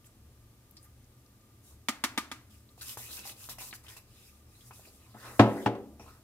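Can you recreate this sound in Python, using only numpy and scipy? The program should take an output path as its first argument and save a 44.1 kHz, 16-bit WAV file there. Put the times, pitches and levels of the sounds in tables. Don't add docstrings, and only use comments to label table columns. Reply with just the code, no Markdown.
import sys
import numpy as np
from scipy import signal
from scipy.fft import rfft, irfft, next_fast_len
from scipy.io import wavfile
from scipy.ndimage import uniform_filter1d

SR = 44100
rng = np.random.default_rng(int(sys.argv[2]) if len(sys.argv) > 2 else 0)


def to_wav(s):
    ch = np.atleast_2d(s).T
    pcm = np.round(np.clip(ch, -1, 1) * 32767)
    wavfile.write(sys.argv[1], SR, pcm.astype(np.int16))


N = 274743

# start_s, level_db, hardness (0-1), pan_db (left minus right)
JAR_RAPS = [(1.885, -20.5, 0.87, -1.5), (2.0385, -19, 0.85, 0.5), (2.1763, -20.5, 0.65, 0),
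            (2.315, -28.5, 0.46, 0)]
# pitch_hz, level_db, t60_s
JAR_MODES = [(218, -7.5, 0.086), (250, -2.5, 0.083), (319, -11, 0.042), (906, -2.5, 0.016),
             (1130, -16, 0.029), (1216, -7, 0.09), (1420, -28, 0.051), (1592, -16, 0.053),
             (1740, -33, 0.02), (2040, -13, 0.074), (2190, -11, 0.019), (2280, -3, 0.022), (3490, 1, 0.015)]
# freq_hz, level_db
JAR_CRACK_EQ = [(100, -48), (160, -33), (225, -7.5), (300, -4), (430, -20), (750, -9.5), (1200, -4.5),
                (2100, -4.5), (2800, -8), (5000, -10), (9000, -13.5), (16000, -23.5)]
# start_s, level_db, hardness (0-1), pan_db (left minus right)
HEAVY_KNOCKS = [(5.393, -14, 0.9, 0), (5.3948, -4, 0.88, 1), (5.413, -21, 0.4, -1), (5.441, -46, 0.3, 0),
                (5.66, -14.5, 1, 1), (5.75, -35.5, 0.8, 2), (5.143, -44, 0, 2.5), (5.995, -40.5, 0.1, -0.5)]
# pitch_hz, level_db, t60_s
CABINET_MODES = [(115.6, -1.5, 0.27), (214.4, -2, 0.29), (282, 0.5, 0.14), (326.7, -15, 0.23),
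                 (393.2, -7.5, 0.18), (470, -14, 0.47), (492, -13.5, 0.042), (564, -12, 0.36),
                 (680, 9.5, 0.029), (728, -4, 0.13), (815, -12.5, 0.077), (848, 4.5, 0.097), (969, -6, 0.1),
                 (1077, -1, 0.084), (1305, -7, 0.041), (2754, -10, 0.054)]
# freq_hz, level_db
CABINET_CRACK_EQ = [(88, -46.5), (150, -6), (291, 1), (534, -1.5), (689, -0.5), (1760, -10.5), (1900, -11),
                    (2810, -16), (3040, -16.5), (16000, -48)]
# time_s, level_db
SLIDE_FADER = [(5.143, -53), (5.2, -84), (5.25, -51), (5.31, -50), (5.36, -59), (5.392, -73)]
# start_s, level_db, pitch_hz, puff_t60_s
TIP_TICKS = [(0.044, -51, 3000, 0.026), (0.068, -45.5, 7800, .04), (0.711, -36.5, 13000, 0.012),
             (.7685, -45, 8200, 0.028), (.769, -41.5, 4600, 0.05), (0.774, -42, 4970, 0.076),
             (.829, -44.5, 9800, 0.047), (0.844, -45, 12000, 0.05), (1.043, -54, 6000, .03),
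             (1.263, -52, 5500, .03), (1.412, -53, 6000, .02), (2.69, -48.5, 4000, .04),
             (2.779, -42.5, 680, 0.023), (2.811, -32, 4330, 0.065), (2.817, -40, 1640, 0.12),
             (2.972, -28, 1030, 0.039), (3.174, -40, 2660, 0.24), (3.238, -42.5, 2720, 0.11),
             (3.254, -37.5, 910, 0.11), (3.295, -31.5, 3020, 0.027), (3.366, -48, 4300, .03),
             (3.489, -31.5, 1030, 0.027), (3.496, -37, 5440, 0.14), (3.585, -37, 880, 0.027),
             (3.61, -37.5, 925, 0.13), (3.71, -39, 4100, 0.069), (3.7285, -26.5, 2500, 0.022),
             (3.734, -36, 1640, 0.065), (3.738, -34, 4500, 0.018), (3.84, -41, 9000, 0.01),
             (3.866, -39.5, 3040, 0.04), (3.883, -38.5, 3160, 0.08), (3.966, -45, 1130, 0.054),
             (4.609, -48.5, 3350, 0.091), (4.709, -36.5, 1050, 0.072), (4.712, -51, 2550, 0.24),
             (4.794, -44, 665, 0.043), (4.853, -46.5, 2660, 0.068), (5.997, -50, 5630, 0.27),
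             (5.996, -48.5, 2430, 0.23)]
# start_s, rise_s, fall_s, hiss_db, ring_db, drag_db (last two relative to hiss_db)
SCRAPE_STROKES = [(0.04, 0.024, 0.018, -61, -10, -24), (0.8, .05, 0.027, -66, -20, -8),
                  (1.62, 0.053, 0.1, -61, -12, -19), (2.495, 0.014, 0.14, -65, -5, -29),
                  (2.7, .018, .022, -69, -16, -14), (2.77, 0.025, .02, -59.5, -4, -14),
                  (2.807, 0.016, 0.036, -46, -14, -20), (2.83, 0.072, 0.064, -45, -6, -16),
                  (2.971, 0.0035, 0.18, -47.5, -7.5, -13.5), (3.08, 0.066, 0.1, -46.5, -5.5, -8),
                  (3.23, 0.051, 0.057, -46, -1.5, -16), (3.35, 0.11, 0.03, -50, -8, -18),
                  (3.486, 0.012, 0.049, -45.5, -5.5, -11), (3.582, 0.0043, 0.04, -50.5, -2.5, -5.5),
                  (3.59, 0.032, 0.082, -47, -4, -18), (3.66, 0.026, 0.034, -50.5, -9, -26),
                  (3.73, 0.024, 0.018, -49.5, -5, -25), (3.83, 0.017, 0.067, -61.5, -2.5, -0.5),
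                  (3.88, 0.011, 0.09, -53.5, -1.5, -11.5), (3.962, 0.01, 0.025, -51.5, -2, -7),
                  (4.05, 0.23, 0.052, -62, -1, -26), (4.28, 0.073, 0.095, -68.5, -4, -31),
                  (4.45, 0.19, .05, -63.5, -5, -15.5), (4.64, 0.044, 0.028, -58, -16, -26.5),
                  (4.71, 0.054, 0.086, -57, -6.5, -26), (4.81, .055, .06, -59.5, -4.5, -11),
                  (4.89, .055, 0.082, -63, -10, -13), (4.98, .06, 0.17, -68, -0.5, -5),
                  (5.134, 0.13, .12, -57, -2.5, 5.5), (5.25, 0.15, .05, -56, -17, -18.5),
                  (5.341, .3, 0.032, -57.5, -4.5, 2), (5.994, 0.029, 0.21, -64.5, -2, 1)]
# freq_hz, level_db
TIP_HISS_EQ = [(3000, -43), (4500, -7.5), (6500, -0.5), (9000, 0), (12500, -1), (15000, -5.5), (16000, -9)]
# pitch_hz, width_hz, level_db
BOWL_MODES = [(1480, 83, 8), (1870, 67, 1), (2610, 280, 24), (3850, 590, 24.5), (5140, 280, 22.5)]
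# freq_hz, level_db
DRAG_EQ = [(120, -33.5), (200, -9), (560, -6.5), (800, -7.5), (1000, -2.5), (1350, -2), (1600, -6),
           (2000, -6), (2300, -16.5), (4000, -50.5)]
# freq_hz, t60_s
ROOM_DECAY = [(100, 0.89), (300, 0.77), (1000, 0.41), (3000, 0.34), (9000, 0.27)]
# pitch_hz, width_hz, level_db
FRIDGE_TONES = [(72.3, 11, -65), (117.3, 12, -66), (215, 18, -80), (329.4, 34, -79), (1199, 60, -78.5)]
# freq_hz, level_db
ROOM_TONE_EQ = [(15, -40), (25, -29.5), (40, -2.5), (52, -17), (70, -8), (120, -2), (151, -18.5),
                (211, -11), (321, -16), (490, -21.5), (1000, -28.5), (1630, -30.5), (4360, -32),
                (15000, -32), (16300, -48.5)]
# freq_hz, likeness (0 wide, 1 centred)
NEAR_IMAGE = [(60, 0.51), (400, 1), (950, 0.93), (2400, 0.34), (6000, 0.078), (15000, 0.11)]
# freq_hz, likeness (0 wide, 1 centred)
BED_IMAGE = [(30, 1), (180, 0.99), (550, 0.88), (1650, 0.44), (5000, 0.093), (15000, .1)]
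# freq_hz, pan_db (left minus right)
PORT_BALANCE = [(60, 1), (600, 0.6), (1500, 0.5), (15000, 0.8)]

TICK_SPREAD, TICK_PAN_DB = 2.6, 1.5
HISS_POWER, DRAG_POWER = 1.01, 0.8
SIZZLE_HZ = 12870
CRACKLES_PER_S, CRACKLE_DB, CRACKLE_SPREAD_DB, CRACKLE_T60_S = 180, -4, 4.5, 0.0068
ROOM_TONE_DB, HIGH_CUT_HZ = -60.5, 15850
RIGHT_LAG_SAMPLES = 4


def jar_raps():
    flams = [(s + .0065, db - 6, hardness, pan_db) for s, db, hardness, pan_db in JAR_RAPS]
    return blows(list(JAR_RAPS) + flams, JAR_MODES, JAR_CRACK_EQ,
                 crack_db=-0.5, crack_t60_s=0.058, contact_s=0.000064, room_db=-19.5, linger=1.0)


def heavy_knocks():
    return blows(HEAVY_KNOCKS, CABINET_MODES, CABINET_CRACK_EQ,
                 crack_db=-5.5, crack_t60_s=0.085, contact_s=0.00027, room_db=-16.0, linger=2.2)


def blows(cues, modes, crack_eq, crack_db, crack_t60_s, contact_s, room_db, linger):
    out, t = np.zeros((2, N)), np.arange(SR // 2) / SR
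    for start_s, level_db, hardness, pan_db in cues:
        spot_db = 2.46 * rng.standard_normal(len(modes))
        ring = sum((-1) ** k * gain_of(db + spot_db[k] - 60 * t / t60) * np.sin(2 * np.pi * hz * t)
                   for k, (hz, db, t60) in enumerate(modes))
        ring *= 1 - np.exp(-t * np.clip(hardness, .05, 2) / contact_s)
        ring /= abs(ring).max()
        crack = noise(len(t), lambda hz: eq(crack_eq, hz))
        crack *= gain_of(crack_db - 60 * t / crack_t60_s) * (1 - np.exp(-t / 0.00051))
        wash = noise(len(t), lambda hz: eq(crack_eq, hz) * (1 + linger * hollow(hz, modes, width_hz=10)))
        blow = placed(ring, pan_db) + hardness * crack + gain_of(room_db) * room_tail(wash)
        add(out, start_s, gain_of(level_db) * blow)
    return out


def heavy_slide():
    time_s, level_db = np.transpose(SLIDE_FADER)
    t = np.arange(time_s[0], time_s[-1], 1 / SR)
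    rasp = noise(len(t), lambda hz: eq(DRAG_EQ, hz) * (1 + hollow(hz, CABINET_MODES, width_hz=40)))
    fader = gain_of(np.interp(t, time_s, level_db)) * signal.windows.tukey(len(t), .03)
    out = np.zeros((2, N))
    add(out, time_s[0], rasp * fader)
    return out


def chopstick_ticks():
    out, t = np.zeros((2, N)), np.arange(8192) / SR
    for start_s, level_db, pitch_hz, t60_s in TIP_TICKS:
        width_hz = TICK_SPREAD * pitch_hz / np.sqrt(pitch_hz * t60_s)
        click = np.sin(2 * np.pi * pitch_hz * t) * np.exp(-np.pi * width_hz * t)
        puff = noise(len(t), lambda hz: peak(hz, pitch_hz, width_hz) ** 1.45 + 0.03)
        puff *= gain_of(-9.5 - 60 * t / t60_s) * (1 - np.exp(-t / 0.0008))
        add(out, start_s, gain_of(level_db) * (placed(click, pan_db=0) + puff) * pan(TICK_PAN_DB))
    return out


def bowl_scrapes():
    hiss_level, ring_level, drag_level = stroke_levels()
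    grit = unit_rms(gain_of(0.84 * unit_rms(uniform_filter1d(rng.standard_normal(N), size=60))))
    hiss = friction(lambda hz: eq(TIP_HISS_EQ, hz), depth_db=0.5)
    sizzle = friction(lambda hz: peak(hz, SIZZLE_HZ, 5600) ** 2, depth_db=3)
    ring = friction(lambda hz: sum(gain_of(db) * peak(hz, f, w) for f, w, db in BOWL_MODES), depth_db=4.5)
    drag = friction(lambda hz: eq(DRAG_EQ, hz), depth_db=6.5)
    bite = (hiss_level / gain_of(-42.5)) ** 0.89
    tips = hiss + bite * (food_crackle() + sizzle)
    return grit * (hiss_level * tips + ring_level * ring + drag_level * drag)


def stroke_levels():
    power = np.zeros((3, N))
    for start_s, rise_s, fall_s, hiss_db, ring_db, drag_db in SCRAPE_STROKES:
        t = np.arange(0, rise_s + fall_s, 1 / SR)
        quarter_turns = np.where(t < rise_s, t / rise_s, 1 + (t - rise_s) / fall_s)
        speed = abs(np.sin(np.pi / 2 * quarter_turns))
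        shapes = np.array([speed ** HISS_POWER, speed ** HISS_POWER, speed ** DRAG_POWER])
        gains = gain_of([[hiss_db], [hiss_db + ring_db], [hiss_db + drag_db]])
        add(power, start_s, (shapes * gains) ** 2)
    return np.sqrt(power)


def friction(colour, depth_db):
    bands = signal.stft(noise(N, colour), nperseg=256)[2]
    patches = uniform_filter1d(rng.standard_normal(bands.shape[1:]), size=5, axis=0)
    patches = uniform_filter1d(patches, size=14, axis=1)
    bands *= gain_of(depth_db * unit_rms(patches))
    return unit_rms(signal.istft(bands, nperseg=256)[1][:, :N])


def food_crackle():
    sizes = gain_of(CRACKLE_SPREAD_DB * np.minimum(rng.exponential(1, N), 4))
    triggers = rng.random(N) < CRACKLES_PER_S / SR
    decay = gain_of(-60 * np.arange(600) / SR / CRACKLE_T60_S)
    envelope = signal.oaconvolve(sizes * triggers, decay)[:N]
    return gain_of(CRACKLE_DB) * unit_rms(envelope * noise(N, lambda hz: peak(hz, 5000, 4000) ** 2))


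def kitchen_reverb(send):
    impulse = room_tail(noise(SR // 2, np.ones_like))
    impulse /= np.linalg.norm(impulse[0])
    return signal.oaconvolve(send.mean(0)[None], impulse, axes=1)[:, :N]


def room_tail(wash):
    count = wash.shape[1]
    hz, t, bands = signal.stft(wash, SR, nperseg=256)
    bands *= gain_of(-60 * t / curve(ROOM_DECAY, hz)[:, None])
    fade_in = np.clip((np.arange(count) / SR - .002) / 0.0018, 0, 1)
    return fade_in * signal.istft(bands, SR, nperseg=256)[1][:, :count]


def fridge_hum():
    out, span = np.zeros((2, N)), round(.15 * SR)
    for pitch_hz, width_hz, level_db in FRIDGE_TONES:
        drift = uniform_filter1d(uniform_filter1d(rng.standard_normal(N), size=span), size=span)
        tone = noise(N, lambda hz: peak(hz, pitch_hz, width_hz) ** 2, BED_IMAGE)
        out += gain_of(level_db + 2.5 * unit_rms(drift)) * tone
    return out


def room_tone():
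    return gain_of(ROOM_TONE_DB) * noise(N, lambda hz: eq(ROOM_TONE_EQ, hz), BED_IMAGE)


def noise(count, colour, image=NEAR_IMAGE):
    size = next_fast_len(count)
    hz = np.fft.rfftfreq(size, 1 / SR)
    left, unrelated = rfft(rng.standard_normal((2, size)))
    likeness = np.clip(curve(image, hz), -1, 1)
    lag = np.exp(-2j * np.pi * hz * RIGHT_LAG_SAMPLES / SR)
    right = likeness * left * lag + np.sqrt(1 - likeness ** 2) * unrelated
    return unit_rms(irfft(np.array([left, right]) * colour(hz), size))[:, :count]


def peak(hz, centre_hz, width_hz):
    return 1 / np.sqrt(1 + (2 * (hz - centre_hz) / width_hz) ** 2)


def hollow(hz, modes, width_hz):
    return sum(peak(hz, pitch_hz, width_hz) ** 2 for pitch_hz, _, _ in modes)


def curve(points, hz):
    freq_hz, value = np.transpose(points)
    return np.interp(np.log(hz + 1), np.log(freq_hz + 1), value)


def eq(points, hz):
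    return gain_of(curve(points, hz))


def placed(mono, pan_db):
    return np.array([mono, np.roll(mono, RIGHT_LAG_SAMPLES)]) * pan(pan_db)


def pan(pan_db):
    return gain_of([[pan_db / 2], [-pan_db / 2]])


def add(mix, start_s, sound):
    part = mix[:, round(start_s * SR):][:, :sound.shape[1]]
    part += sound[:, :part.shape[1]]


def gain_of(db):
    return 10 ** (np.asarray(db) / 20)


def unit_rms(x):
    return x / np.sqrt(np.mean(x ** 2) + 1e-20)


def scene():
    ticks, scrapes = chopstick_ticks(), bowl_scrapes()
    near = jar_raps() + heavy_slide() + heavy_knocks() + ticks + scrapes
    near += kitchen_reverb(gain_of(-10.5) * ticks + gain_of(-4.5) * scrapes)
    low_cut = signal.butter(3, 75, "high", fs=SR, output="sos")
    return signal.sosfilt(low_cut, near) + room_tone() + fridge_hum()


def record(dry):
    size = next_fast_len(N)
    tilt_db = curve(PORT_BALANCE, np.fft.rfftfreq(size, 1 / SR)) / 2
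    ports = irfft(rfft(dry, size) * gain_of([tilt_db, -tilt_db]), size)[:, :N]
    high_cut = signal.firwin(511, HIGH_CUT_HZ, window=("kaiser", 9), fs=SR)
    return signal.oaconvolve(np.clip(ports, -1, 1), high_cut[None], "same")


dry = scene()
out = record(dry)
to_wav(out)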